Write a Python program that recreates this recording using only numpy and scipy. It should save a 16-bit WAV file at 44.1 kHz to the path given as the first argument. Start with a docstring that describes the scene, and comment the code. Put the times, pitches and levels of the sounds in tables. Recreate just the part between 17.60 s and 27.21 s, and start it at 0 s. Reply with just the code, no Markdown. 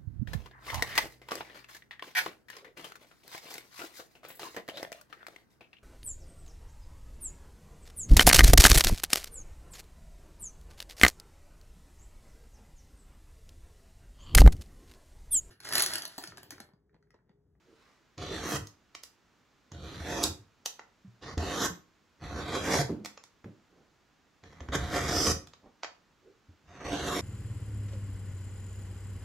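"""A hand gouge cuts six strokes across the end grain of a small log slice lying on a wooden board.
Fibres fracture by the thousand under the edge and excite the resonances of the wood; as the shaving
lengthens, its friction on the steel rises to a hiss. Hand and shaving rub and creak, steel and chips
tick, the block knocks on the board, and once the blade springs free and rings.
The sound is heard from close by in a small room."""
import sys
import numpy as np
from scipy import signal
from scipy.fft import rfft, irfft, next_fast_len
from scipy.io import wavfile

SR = 44100
rng = np.random.default_rng(int(sys.argv[2]) if len(sys.argv) > 2 else 0)


def transcribe(signal):
    """Save signal, clipped to [-1, 1], as a 16-bit WAV file at the path in sys.argv[1]."""
    frames = np.atleast_2d(signal).T
    limited = np.clip(frames, -1, 1)
    pcm = np.round(limited * 32767).astype(np.int16)
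    wavfile.write(sys.argv[1], SR, pcm)


N = 423801
TIME = np.arange(N) / SR
BINS = np.fft.rfftfreq(8192, 1 / SR)

# Spectrum of the room noise: f/Hz, relative level/dB
AIR_SPECTRUM = [(15, -30.5), (25, -8), (53, -8), (320, -8), (540, -15), (1410, -14), (2170, -18.5),
                (7000, -26.5), (9000, -40)]
# Swells of friction: centre t/s, duration/s, level/dB, resonance f/Hz, half-width/Hz
RUBS = [(0.108, 0.17, -62, 397, 110), (0.242, 0.47, -69, 1170, 2500), (0.717, 0.3, -46.5, 3630, 450),
        (0.719, 0.075, -38, 444, 100), (0.922, 0.17, -46.5, 10900, 3500), (2.345, 0.34, -59.5, 4230, 700),
        (4.028, 0.043, -32.5, 400, 140), (5.057, 0.49, -46.5, 3350, 260), (5.129, 0.23, -34.5, 1140, 170),
        (5.169, 0.17, -41, 6090, 259), (5.298, 0.032, -47, 750, 300), (6.18, 0.25, -63.5, 340, 200),
        (7.614, 0.33, -35, 5380, 650), (8.062, .11, -56.5, 340, 400), (8.678, 0.15, -57.5, 400, 70),
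        (9.52, 0.14, -39, 1170, 130)]
# Peaks and dips of the hollow in the wood: f/Hz, half-width/Hz, height/dB
HOLLOW_PEAKS = [(1165, 130, 2.5), (1627, 30, -6.5), (1920, 84, 4)]
# Band cancelled by the echo off the blade, moving with its angle: t/s, f/Hz, depth (0-1)
BLADE_NOTCH = [(1, 2730, 0.5), (2.3, 2206, 0.4), (4.1, 2394, 1), (5.1, 3040, 1), (7.35, 2560, 0.9),
               (7.75, 2830, 1), (8.9, 2440, 0)]
# Impacts of block on board: t/s, level/dB, ring f/Hz, relative thud level/dB
KNOCKS = [(0.576, -35.5, 103, -9), (0.937, -28, 139, -6), (1.013, -34.5, 104, -18), (2.116, -39, 97, -0.5),
          (2.404, -35, 80, -22), (2.689, -33, 86.7, -7), (2.79, -45, 109.5, -22), (3.446, -42.5, 190, -31),
          (3.475, -43.5, 117, -33.5), (3.773, -23, 77.6, -5.5), (4.101, -34.5, 174, -26),
          (5.189, -21, 144, -19), (5.245, -31, 127, -21), (5.293, -34, 157, 12), (5.318, -26.5, 167, -14),
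          (5.394, -38.5, 208.4, -2.5), (5.842, -41, 102.4, 7.5), (7.008, -34.5, 74, -4.5),
          (7.087, -28.5, 68.6, -5.5), (7.223, -24.5, 79.5, -33.5), (7.675, -19.5, 84, -12),
          (8.886, -45, 87.5, -10)]
# Spectrum of the thud: f/Hz, relative level/dB
THUD_SPECTRUM = [(40, -25.5), (100, -1), (320, 1), (540, -11.5), (800, -24.5), (2500, -42), (8000, -57)]
# Pushes, several to a stroke that stalls: start t/s, end t/s, bite time/s, strength at bite/dB,
# strength at end/dB, final hiss/dB re strength, initial rasp/dB re strength, shudder level/dB
PUSHES = [(0.577, 0.967, 0.0047, -46, -34, -4.5, -4, -45.5), (2.117, 2.675, 0.012, -55, -37, -4, -5.5, -46),
          (3.611, 3.736, 0.027, -46, -46.5, -18, -2.5, -50), (3.774, 4.068, 0.007, -40, -34.5, -2, -4, -45),
          (4.593, 5.216, 0.055, -48.5, -33, -5.5, -6.5, -43),
          (6.828, 7.134, 0.011, -57.5, -60.5, -10.5, -8.5, -55.5),
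          (7.118, 7.156, 0.012, -35.5, -28, -4, -4, -42),
          (7.153, 7.717, 0.01, -46.5, -28, 1.5, -6.5, -38.5),
          (9.029, 9.234, 0.05, -67, -47, -23.5, -5.5, -56.5), (9.236, 9.598, 0.02, -38, -35, -3.5, -4, -42)]
# Lurches where the wood gives way: centre t/s, duration/s, added strength/dB
LURCHES = [(0.935, 0.19, 1), (2.525, 0.26, 6.5), (4.036, 0.1, 4), (4.791, 0.13, 6), (4.949, 0.12, 7),
           (5.137, 0.25, 6.5), (7.364, 0.12, 8.5)]
# Modes of block and board: f/Hz, height/dB
BOARD_MODES = [(82, 9), (280, 10), (322, 9.5), (390, 11), (462, 11), (536, 8.5), (714, 10), (1100, 5.5),
               (1228, 5)]
# Spectra of the cut: f/Hz, relative level/dB
FIBRE_SPECTRUM = [(100, -20), (170, 1), (420, -6.5), (620, -3.5), (1200, -7.5), (1600, -3.5), (1950, -6.5),
                  (2600, -5), (6300, -27.5), (9000, -59)]  # snapping fibres
RASP_SPECTRUM = [(1500, -24), (2700, 2.5), (3750, 0.5), (5200, -6), (6300, -5.5), (8300, -26),
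                 (14000, -48.5)]  # edge in the grain
HISS_SPECTRUM = [(2500, -22.5), (4300, -17), (4900, 1.5), (6200, -0.5), (7200, -3), (8300, -15),
                 (11700, -15.5), (13000, -19.5), (15800, -46.5)]  # shaving on steel
SHUDDER_SPECTRUM = [(30, -21.5), (52, 3), (80, 1), (110, -0.5), (160, 2), (230, -12.5), (500, -80)]  # shaken board
# Ticks of steel, chips and last fibres: t/s, relative crack level/dB, contact hardness/dB
TICKS = [(0.58, -43.5, 2), (0.958, -56, -9), (1.072, -43.5, 14), (1.351, -36.5, 4.5), (1.436, -39, 12),
         (2.119, -45, 3), (2.6323, -27, 24), (2.6385, -17, 31), (3.06, -24.5, 9.5), (3.1946, -48, -10.5),
         (3.779, -35, 4), (5.142, -42, -18.5), (5.188, -38, -12), (5.449, -36, 6.5), (5.459, -33, 7),
         (5.576, -45.5, -2.5), (5.639, -46.5, 6.5), (5.844, -61.5, -16.5), (6.838, -54.5, -5.5),
         (7.006, -47, -7), (7.088, -49, -11), (7.669, -27.5, 0.5), (7.873, -47.5, 6.5), (7.936, -48.5, 0),
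         (8.234, -31.5, -2), (8.246, -39, -8)]
# Body, crack and edge bands of a tick: lower f/Hz, upper f/Hz
TICK_BANDS = [(420, 2300), (3700, 7100), (8200, 12800)]
# Release of the blade: t/s, level/dB
BLADE_RELEASES = [(4.058, -37.5)]
# Modes of the blade: f/Hz, relative level/dB, T60/s
BLADE_MODES = [(7100, 0, 0.036), (12100, -4.5, 0.1)]
# Lateral reflections: f/Hz, level/dB re the direct sound
SIDE_GAIN = [(80, -18.5), (400, -22), (2500, -7.5)]
# Reverberation time: f/Hz, T60/s
ROOM_T60 = [(100, 0.38), (1400, 0.3), (10000, 0.24)]
# Likeness of the reverberation at left and right: f/Hz, correlation (0-1)
ROOM_CORRELATION = [(150, 0.97), (700, 0.31), (2500, 0)]
# Channel balance: f/Hz, left minus right level/dB
BALANCE = [(120, -0.3), (600, -3), (2000, 0), (4500, -3.5), (8000, -1)]


def amp(db):
    """Amplitude ratio of a level in decibels."""
    return 10 ** (np.asarray(db) / 20)


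def unit(x):
    """Normalisation to rms 1."""
    return x / np.sqrt(np.mean(x ** 2) + 1e-20)


def read(points, hz):
    """Interpolation of a table on a logarithmic frequency axis."""
    f, value = np.transpose(points)
    return np.interp(np.log(hz + 1), np.log(f + 1), value)


def add(mix, s, sound):
    """Superposition of a sound on the mix from time s."""
    part = mix[max(round(s * SR), 0):][:len(sound)]
    part += sound[:len(part)]


def peak(hz, half_width_hz, height_db):
    """Lorentzian resonance peak, in dB on BINS."""
    return height_db / (1 + ((BINS - hz) / half_width_hz) ** 2)


def colour(x, db):
    """Minimum-phase filtering at unit energy, with the spectral shape db on BINS."""
    log_gain = np.log(amp(np.maximum(db, db.max() - 100)))
    phase = -signal.hilbert(np.r_[log_gain, log_gain[-2:0:-1]]).imag[:len(db)]
    taps = irfft(np.exp(log_gain + 1j * phase))[:len(db)]
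    return signal.oaconvolve(x, taps / np.linalg.norm(taps))[:len(x)]


def equalise(x, points, share=1):
    """Zero-phase filtering by a share of a table of f/Hz, level/dB."""
    size = next_fast_len(N + SR)
    hz = np.fft.rfftfreq(size, 1 / SR)
    return irfft(rfft(x, size) * amp(share * read(points, hz)), size)[..., :N]


def wander(rate_hz):
    """Low-pass Gaussian noise: a random drift of rms 1."""
    hz = np.fft.rfftfreq(N, 1 / SR)
    return unit(irfft(rfft(rng.standard_normal(N)) * np.exp(-(hz / rate_hz) ** 2), N))


def snaps(per_s, spread_db):
    """Poisson process: clicks of random size, with the same power at any rate."""
    size = amp(spread_db * np.minimum(rng.exponential(1, N), 4))
    polarity = rng.choice([-1, 1], N)
    occurs = rng.random(N) < per_s / SR
    return unit(size * polarity * occurs / np.sqrt(per_s))


def air(mid_db=-69, side_db=-8):
    """Stationary background noise of the room, partly correlated between left and right."""
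    mid, side = (colour(rng.standard_normal(N), read(AIR_SPECTRUM, BINS)) for _ in range(2))
    return amp(mid_db) * (mid + amp(side_db) * np.array([side, -side]))


def rubs():
    """Friction of hand, steel and shaving drives resonances: narrow ones creak, wide ones hiss."""
    out, grain = np.zeros(N), snaps(per_s=7800, spread_db=5.0)
    for s, length, db, hz, width_hz in RUBS:
        swell = np.hanning(int(length * SR))
        resonance_db = -20 * np.log10(1 + ((BINS - hz) / width_hz) ** 2)
        start = max(s - length / 2, 0)
        friction = np.roll(grain, -int(start * SR))[:len(swell)]
        add(out, start, amp(db) * swell * colour(friction, resonance_db))
    return out


def drifting_notches(x, depth_db=6, width_hz=120, length_s=.06):
    """Time-varying filtering: notches drift as the edge travels and the chip grows."""
    hz, t, spectra = signal.stft(x, SR, nperseg=512)
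    field = rng.standard_normal(spectra.shape)
    for axis, span in enumerate([width_hz / hz[1], length_s / t[1]]):
        bell = np.exp(-(np.arange(-40, 41) / span) ** 2)
        field = signal.fftconvolve(field, np.expand_dims(bell, 1 - axis), "same")
    notches = np.logaddexp(0, 2 * unit(field))
    reach = hz ** 2 / (hz ** 2 + 900 ** 2)  # the low modes belong to the board and stay put
    gain = amp(-depth_db * notches * reach[:, None])
    gain /= np.sqrt(np.mean(gain ** 2, axis=1, keepdims=True))
    return signal.istft(spectra * gain, SR, nperseg=512)[1][:N]


def hollow(x):
    """Cavity resonance: the hollow in the wood imposes fixed peaks and dips."""
    return colour(x, sum(peak(hz, width, db) for hz, width, db in HOLLOW_PEAKS))


def blade_echo(x, width_hz=230):
    """Destructive interference: the echo off the blade cancels one moving band."""
    s, hz, depth = np.transpose(BLADE_NOTCH)
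    carrier = np.exp(2j * np.pi * np.cumsum(np.interp(TIME, s, hz)) / SR)
    pole = np.exp(-np.pi * width_hz / SR)
    baseband = signal.lfilter([(1 - pole) / 2] * 2, [1, -pole], x / carrier + 1e-18)
    band = 2 * (carrier * baseband).real
    return x - np.clip(np.interp(TIME, s, depth), 0, 1) * band


def knocks(ring_t60=0.19, thud_t60=0.29, rise_s=0.003):
    """Impact excitation: the block strikes with a dull thud and the board swings in damped vibration."""
    t, out = np.arange(SR // 2) / SR, np.zeros(N)
    ring_envelope = np.exp(-np.log(1000) * t / ring_t60) * (1 - np.exp(-t / rise_s))
    thud_envelope = np.exp(-np.log(1000) * t / thud_t60)
    for s, db, hz, thud_db in KNOCKS:
        ring = -np.sin(2 * np.pi * hz * t) * ring_envelope
        thud = colour(rng.standard_normal(len(t)) * thud_envelope, read(THUD_SPECTRUM, BINS))
        add(out, s, amp(db) * (ring + amp(thud_db - 7.0) * thud))
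    return out


def pushes(hiss_growth_db=15, rasp_fade_db=0.5, release_s=0.0063, settle_s=0.0577):
    """Amplitude envelopes of crunch, hiss, rasp and shudder: each push bites, runs on and decays."""
    gains = np.zeros((4, N))
    uneven_db = 1.35 * wander(rate_hz=27.6)  # hard and soft growth rings
    for s, length, db in LURCHES:
        add(uneven_db, s - length / 2, db * np.hanning(int(length * SR)))
    for start, end, bite_s, bite_db, end_db, hiss_db, rasp_db, shudder_db in PUSHES:
        depth = np.clip((TIME - start) / (end - start), 0, 1)
        bite = np.clip((TIME - start) / bite_s, 0, 1)
        after = np.maximum(TIME - end, 0)
        strength_db = bite_db + (end_db - bite_db) * depth + uneven_db
        strength = bite * np.exp(-after / release_s) * amp(strength_db)
        hiss = strength * amp(hiss_db - hiss_growth_db * (1 - depth))  # grows as the shaving lengthens
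        rasp = strength * amp(rasp_db - rasp_fade_db * depth)
        shudder = bite * np.exp(-after / settle_s) * amp(shudder_db)
        gains += [strength, hiss, rasp, shudder]
    return gains


def board():
    """Modal response of block and board, in dB on BINS."""
    return sum(peak(hz, 11 + 0.013 * hz, db) for hz, db in BOARD_MODES)


def cutting(snaps_per_s=30000, crowding=.65, splinter_db=-6):
    """Fracture rings the wood, sliding friction rasps and hisses, and the uneven push shakes the board."""
    strength, hiss_gain, rasp_gain, shudder_gain = pushes()
    board_db = board()
    # Sparse snaps under a slow edge creak; dense ones under a fast edge crunch.
    fibres = snaps(snaps_per_s * strength ** crowding + 20, spread_db=-0.5)
    splinters = snaps(per_s=130, spread_db=1.0)  # whole bundles tear
    fracture = unit(fibres + amp(splinter_db) * splinters)
    crunch = colour(fracture, read(FIBRE_SPECTRUM, BINS) + board_db)
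    sliding = unit(fracture + .5 * rng.standard_normal(N))
    rasp = colour(sliding, read(RASP_SPECTRUM, BINS))
    hiss = colour(sliding, read(HISS_SPECTRUM, BINS))
    shudder = colour(snaps(per_s=1400, spread_db=2.5), read(SHUDDER_SPECTRUM, BINS) + board_db)
    return rasp_gain * rasp + hiss_gain * hiss + strength * crunch + shudder_gain * shudder


def contact(count=8):
    """Selective excitation: each contact point favours its own modes of wood and steel (dB on BINS)."""
    modes_hz = np.geomspace(550, 7500, count) * rng.uniform(.8, 1.2, count)
    return sum(peak(hz, 80 + .03 * hz, 5) for hz in modes_hz)


def ticks(scuff_s=.0022, crack_s=0.0022, ring_s=0.016, ring_db=-23, impulse=7):
    """Contact transients of scuff, crack and ring: a harder contact shifts energy to high frequencies."""
    t, out = np.arange(-512, 4096) / SR, np.zeros(N)
    limits_hz = np.ravel(TICK_BANDS)
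    width_db = 10 * np.log10(limits_hz[1::2] - limits_hz[::2])
    rolloff_db = -10 * np.log10(1 + (limits_hz[0] / (BINS + 1)) ** 4 + (BINS / limits_hz[-1]) ** 10)
    scuff = amp(-5.0) * np.exp(-abs(t) / scuff_s)  # the edge brushes the wood first
    decay = np.exp(-abs(t) / crack_s) + amp(ring_db) * np.exp(-abs(t) / ring_s)
    envelope = np.where(t < 0, scuff, decay)
    for s, crack_db, hardness_db in TICKS:
        edge_db = min(-25 + 2.2 * hardness_db, -4.5)
        bands_db = crack_db + np.array([-hardness_db, 0, edge_db])
        spectrum_db = np.interp(BINS, limits_hz, np.repeat(bands_db - width_db, 2)) + rolloff_db
        excitation = rng.standard_normal(len(t)) * envelope - impulse * (t == 0)
        burst = colour(excitation, spectrum_db + contact() + .5 * board())
        gain = amp(18.5) * np.linalg.norm(amp(bands_db))
        add(out, s + t[0], gain * burst / np.linalg.norm(burst))
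    return out


def blade_ring(build_s=0.031):
    """Friction-excited vibration: the modes of the sliding blade build up, then decay once it is free."""
    out = np.zeros(N)
    for s, release_db in BLADE_RELEASES:
        t = TIME - s
        for hz, db, t60 in BLADE_MODES:
            envelope = np.exp(np.minimum(t / build_s, -np.log(1000) * t / t60))
            out += amp(release_db + db) * envelope * np.sin(2 * np.pi * hz * t)
    return out


def gouge():
    """Source and filter: scrapes and ticks are shaped by the hollow and the echo off the blade."""
    scrape = drifting_notches(cutting() + rubs())
    return blade_echo(hollow(scrape + ticks()))


def side_reflections(delay_s=0.0052):
    """Scattering off hand and board: the gouge arrives later from the sides, its grain scrambled."""
    scattered = equalise(gouge(), SIDE_GAIN)
    side = np.pad(scattered, (int(delay_s * SR), 0))[:N]
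    return np.array([-side, side])


def room(x, delay_s):
    """Diffuse reverberation: each band decays at its own rate, and the bass reaches both sides alike."""
    hz, t, (left, other) = signal.stft(rng.standard_normal((2, SR // 2)), SR, nperseg=256)
    correlation = np.clip(read(ROOM_CORRELATION, hz), -1, 1)[:, None]
    right = correlation * left + np.sqrt(1 - correlation ** 2) * other
    spectra = np.array([left, right]) * np.exp(-np.log(1000) * t / read(ROOM_T60, hz)[:, None])
    spectra *= (hz / (hz + 220))[:, None]  # close up, the bass is mostly direct
    tail = np.pad(signal.istft(spectra, SR, nperseg=256)[1], ((0, 0), (int(delay_s * SR), 0)))
    tail /= np.linalg.norm(tail, axis=1, keepdims=True)
    return signal.fftconvolve(x[None], tail, axes=1)[:, :N]


def scene():
    """Superposition of direct sound, early reflections, reverberation and background noise."""
    direct = gouge() + blade_ring() + knocks()
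    return direct + side_reflections() + room(amp(-4.5) * direct, delay_s=.009) + air()


def record(dry):
    """Band-limited stereo pickup, slightly stronger on the right."""
    low_hz, high_hz = 30, 15800
    balanced = equalise(dry, BALANCE, share=np.array([[.5], [-.5]]))
    highpass = signal.butter(2, low_hz, "highpass", fs=SR, output="sos")
    lowpass = signal.firwin(511, high_hz, window=("kaiser", 9), fs=SR)
    return signal.oaconvolve(signal.sosfilt(highpass, balanced), lowpass[None], "same")


dry = scene()
out = record(dry)
transcribe(out)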